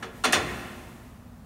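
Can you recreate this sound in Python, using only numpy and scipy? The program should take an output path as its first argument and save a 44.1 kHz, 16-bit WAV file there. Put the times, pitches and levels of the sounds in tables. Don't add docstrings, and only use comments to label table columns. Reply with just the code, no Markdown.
import sys
import numpy as np
from scipy import signal
from scipy.fft import rfft, irfft, next_fast_len
from scipy.io import wavfile

SR = 44100
rng = np.random.default_rng(int(sys.argv[2]) if len(sys.argv) > 2 else 0)


def store_pcm(level_fs):
    pcm = np.round(np.clip(level_fs, -1, 1) * 32767).astype(np.int16)
    wavfile.write(sys.argv[1], SR, np.atleast_2d(pcm).T)


N = 63945
TIME = np.arange(N) / SR

# start_s, level_db, treble_cut_hz, bass_cut_hz
HITS = [(0.0247, -15, 2630, 880), (0.0290, -9, 2140, 500), (0.2383, -3, 6000, 910), (0.2414, 2, 2660, 700),
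        (0.2450, 0, 9200, 920), (0.2520, -0.5, 8100, 245), (0.3250, 1.5, 15100, 2270),
        (0.3296, 5, 9200, 417), (0.3320, 1, 4940, 317), (0.3384, -3.5, 8050, 915), (0.3500, -4, 5030, 200)]
# pitch_hz, level_db
CLANG_TONE = [(100, -0.5), (250, 0.5), (450, 1.5), (600, 2), (880, -3.5), (1020, 1.5), (1400, 3.5),
              (2100, -1), (2700, 0), (3100, -5.5), (3550, 2.5), (3800, -12), (4050, -1), (4900, -8),
              (5800, -6), (7000, -5), (7300, -12), (9500, -8.5), (10300, -26), (11200, -14), (12500, -19.5),
              (16000, -18)]
# pitch_hz, fade_s
CLANG_FADE = [(100, 0.78), (400, 0.56), (1200, 0.23), (2800, 0.24), (5500, 0.18), (9000, 0.16),
              (14000, 0.16)]
# pitch_hz, level_db
SNAP_TONE = [(400, -11), (1100, 5.5), (2500, -9.5), (5000, -6.5), (9000, -1), (16000, -19)]
# pitch_hz, level_db, fade_s
STEEL_NOTES = [(354.9, -4, 0.64), (439.8, -5, 0.4), (710.3, -9, 0.43), (762, -4, 0.47), (818, -19, 1.33),
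               (1072, -6, 0.15), (1237, -0.5, 0.12), (1380, -9, 0.36), (1721, -2, 0.083),
               (1879, -9.5, 0.63), (2320, -24, 0.41), (2510, -9.5, 0.48), (2725, -11, 0.19),
               (2963, -6.5, 0.31), (3418, -12.5, 0.36), (3459, -12.5, 0.58), (3606, -4.5, 0.13),
               (4054, -3.5, 0.097), (4400, -5, 0.1), (5255, -9.5, .14), (5810, -4, .13), (6520, -8, .16),
               (7010, -15, 0.11), (8380, -10, 0.14), (8770, -10.5, 0.077), (8750, -5.5, 0.13),
               (9608, -8, 0.17)]
# start_s, pitch_hz, level_db, fade_s
SMALL_PINGS = [(0.0264, 1690, -25.5, 0.031), (0.0260, 1320, -30, 0.061), (0.2412, 1130, -24, .06),
               (0.24, 1400, -20, 0.067), (0.3234, 11050, -23, 0.033), (0.3304, 1800, -4, 0.014)]
# start_s, pitch_hz, level_db, swell_s, fade_s
LOAD_BOOMS = [(0.04, 372.9, -32, 0.015, 0.2), (0.039, 454, -36, 0.0112, 0.28),
              (0.255, 250.3, -24.5, 0.018, 0.21), (0.283, 235.4, -25.5, .006, 0.19),
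              (0.287, 284.4, -27, 0.0044, 0.17), (0.276, 133, -51, .02, 1.5),
              (0.365, 90, -31, 0.0091, 0.31), (0.385, 62.5, -39.5, .03, 1.2),
              (0.41, 124.9, -39, 0.011, 1.06)]
# time_s, level_db
HISS_LOUDNESS = [(0, -56.5), (.11, -61), (.17, -54), (.23, -55), (.55, -48), (.8, -53.5), (1.1, -61),
                 (1.45, -85)]
# pitch_hz, level_db
HISS_TONE = [(1000, 6.5), (3000, 2), (4500, -3), (7000, -1.5), (9500, -2), (10400, -5.5), (11300, -3),
             (16000, -8.5)]
# pitch_hz, level_db
ECHO_TONE = [(60, -3), (190, 10.5), (450, -0.5), (1000, 0), (2200, 2), (3400, -4), (3900, -3), (6500, -5.5),
             (9000, -3), (16000, -5.5)]
# pitch_hz, fade_s
ECHO_FADE = [(60, 1.8), (240, 1.74), (600, 1.91), (1500, 1.26), (3000, 1.36), (6000, 1), (14000, 0.84)]
# pitch_hz, level_db
CLATTER_TONE = [(300, 6), (2000, -11), (5000, -30), (16000, -45)]
# pitch_hz, level_db
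RUMBLE_TONE = [(20, -32), (35, -2), (60, 0.5), (105, -1), (180, -6), (240, -2), (320, -21), (700, -18),
               (1300, -22.5), (2500, -33), (5000, -38), (16000, -40)]
# pitch_hz, level_db
HUM_NOTES = [(100, -60), (151, -69), (242, -57.5)]
# rate_hz, level_db
HUM_WAVER = [(5.5, 0), (11, -20), (55, -90)]


def clacks(clang_db=-23, snap_db=-26, snap_fade_s=0.049):
    out, t = 0, TIME[:N // 2]
    for start_s, level_db, treble_hz, bass_hz in HITS:
        clang = from_db(clang_db) * dying_noise(CLANG_TONE, CLANG_FADE, size=len(t))
        snap = from_db(snap_db) * noise(SNAP_TONE, size=len(t)) * fade(t, snap_fade_s)
        hit = roll_off(clang + snap, treble_hz, "low")
        hit = roll_off(hit, bass_hz, "high")
        out += from_db(level_db) * delayed(hit, start_s)
    return out


def steel_rings(overall_db=-32.5, scatter_db=1.0):
    start_s, hit_db, treble_hz, bass_hz = np.transpose(HITS)
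    out = 0
    for hz, level_db, fade_s in STEEL_NOTES:
        strength = from_db(hit_db + scatter_db * rng.normal(size=len(HITS)))
        drive = 1 / np.sqrt((1 + (hz / treble_hz) ** 2) * (1 + (bass_hz / hz) ** 2))
        kicks = np.zeros(N)
        kicks[(start_s * SR).astype(int)] = (strength * drive) ** 2
        kept_per_sample = fade(1 / SR, fade_s) ** 2
        energy = signal.lfilter([1], [1, -kept_per_sample], kicks)
        wave = np.sin(2 * np.pi * (hz * TIME + rng.random()))
        out += from_db(overall_db + level_db) * np.sqrt(energy) * wave
    return out


def pings(swell_s=0.00087):
    return sum(from_db(level_db) * delayed(note(hz, swell_s, fade_s), start_s)
               for start_s, hz, level_db, fade_s in SMALL_PINGS)


def booms():
    return sum(from_db(level_db) * delayed(note(hz, swell_s, fade_s), start_s)
               for start_s, hz, level_db, swell_s, fade_s in LOAD_BOOMS)


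def cable_hiss():
    level_db = np.interp(TIME, *np.transpose(HISS_LOUDNESS))
    return from_db(level_db) * noise(HISS_TONE)


def hall_echo(sound, echo_db=-48, far_wall_db=-11.5, swell_s=0.014):
    near = swell(swell_s) * dying_noise(ECHO_TONE, ECHO_FADE)
    far = swell(swell_s) * roll_off(dying_noise(ECHO_TONE, ECHO_FADE), hz=2967, kind="low")
    echoes = delayed(near, start_s=0.015) + from_db(far_wall_db) * delayed(far, start_s=0.22)
    return from_db(echo_db) * signal.fftconvolve(sound, echoes)[:N]


def earlier_clatter(level_db=-45.5):
    return from_db(level_db) * dying_noise(CLATTER_TONE, ECHO_FADE)


def ventilation(rumble_db=-47.5, waver_depth=0.3):
    hum = 0
    for hz, level_db in HUM_NOTES:
        waver = 1 + waver_depth * (noise(HUM_WAVER) + 1j * noise(HUM_WAVER))
        hum += from_db(level_db) * np.sqrt(2) * np.real(waver * np.exp(2j * np.pi * hz * TIME))
    return hum + from_db(rumble_db) * noise(RUMBLE_TONE)


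def dying_noise(tone, fades, size=N, bands=14, spread_cycles=2.6):
    length = next_fast_len(size, True)
    spectrum = rfft(noise(tone, size=length))
    centres_hz = np.geomspace(60, 16000, bands)
    band_position = np.interp(np.fft.rfftfreq(length, 1 / SR), centres_hz, np.arange(bands))
    out, t = 0, np.arange(size) / SR
    for k, hz in enumerate(centres_hz):
        share = np.maximum(1 - abs(band_position - k), 0)
        band = irfft(spectrum * share, length)[:size]
        rise = np.minimum(t * hz / spread_cycles, 1)
        out += band * rise * fade(t, at_pitch(fades, hz))
    return out


def noise(tone, size=N):
    length = next_fast_len(size, True)
    hz = np.fft.rfftfreq(length, 1 / SR)
    phases = np.exp(2j * np.pi * rng.random(len(hz)))
    sound = irfft(from_db(at_pitch(tone, hz)) * phases, length)[:size]
    return sound / np.sqrt(np.mean(sound ** 2) + 1e-20)


def note(hz, swell_s, fade_s):
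    return np.sin(2 * np.pi * hz * TIME) * swell(swell_s) * fade(TIME, fade_s)


def swell(swell_s):
    return 1 - np.exp(-TIME / swell_s)


def fade(t, fade_s):
    return np.exp(-np.log(1000) * t / fade_s)


def roll_off(sound, hz, kind):
    return signal.lfilter(*signal.butter(1, hz, kind, fs=SR), sound)


def delayed(sound, start_s):
    return np.pad(sound, (int(start_s * SR), N))[:N]


def at_pitch(table, hz):
    pitches_hz, values = np.transpose(table)
    return np.interp(np.log(np.maximum(hz, 1)), np.log(pitches_hz), values)


def from_db(db):
    return 10 ** (np.asarray(db) / 20)


def scene(rings_to_hall_db=-2, booms_to_hall_db=-5):
    blows, rings, lows = clacks() + pings(), steel_rings(), booms()
    echo = hall_echo(blows + from_db(rings_to_hall_db) * rings + from_db(booms_to_hall_db) * lows)
    return (blows + rings + lows + echo + cable_hiss() + ventilation() + earlier_clatter())[None]


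def record(dry, bass_cut_hz=38, treble_cut_hz=15750):
    dry = signal.sosfilt(signal.butter(4, bass_cut_hz, "high", fs=SR, output="sos"), dry)
    return signal.sosfilt(signal.ellip(12, .1, 80, treble_cut_hz, fs=SR, output="sos"), dry)


dry = scene()
out = record(dry)
store_pcm(out)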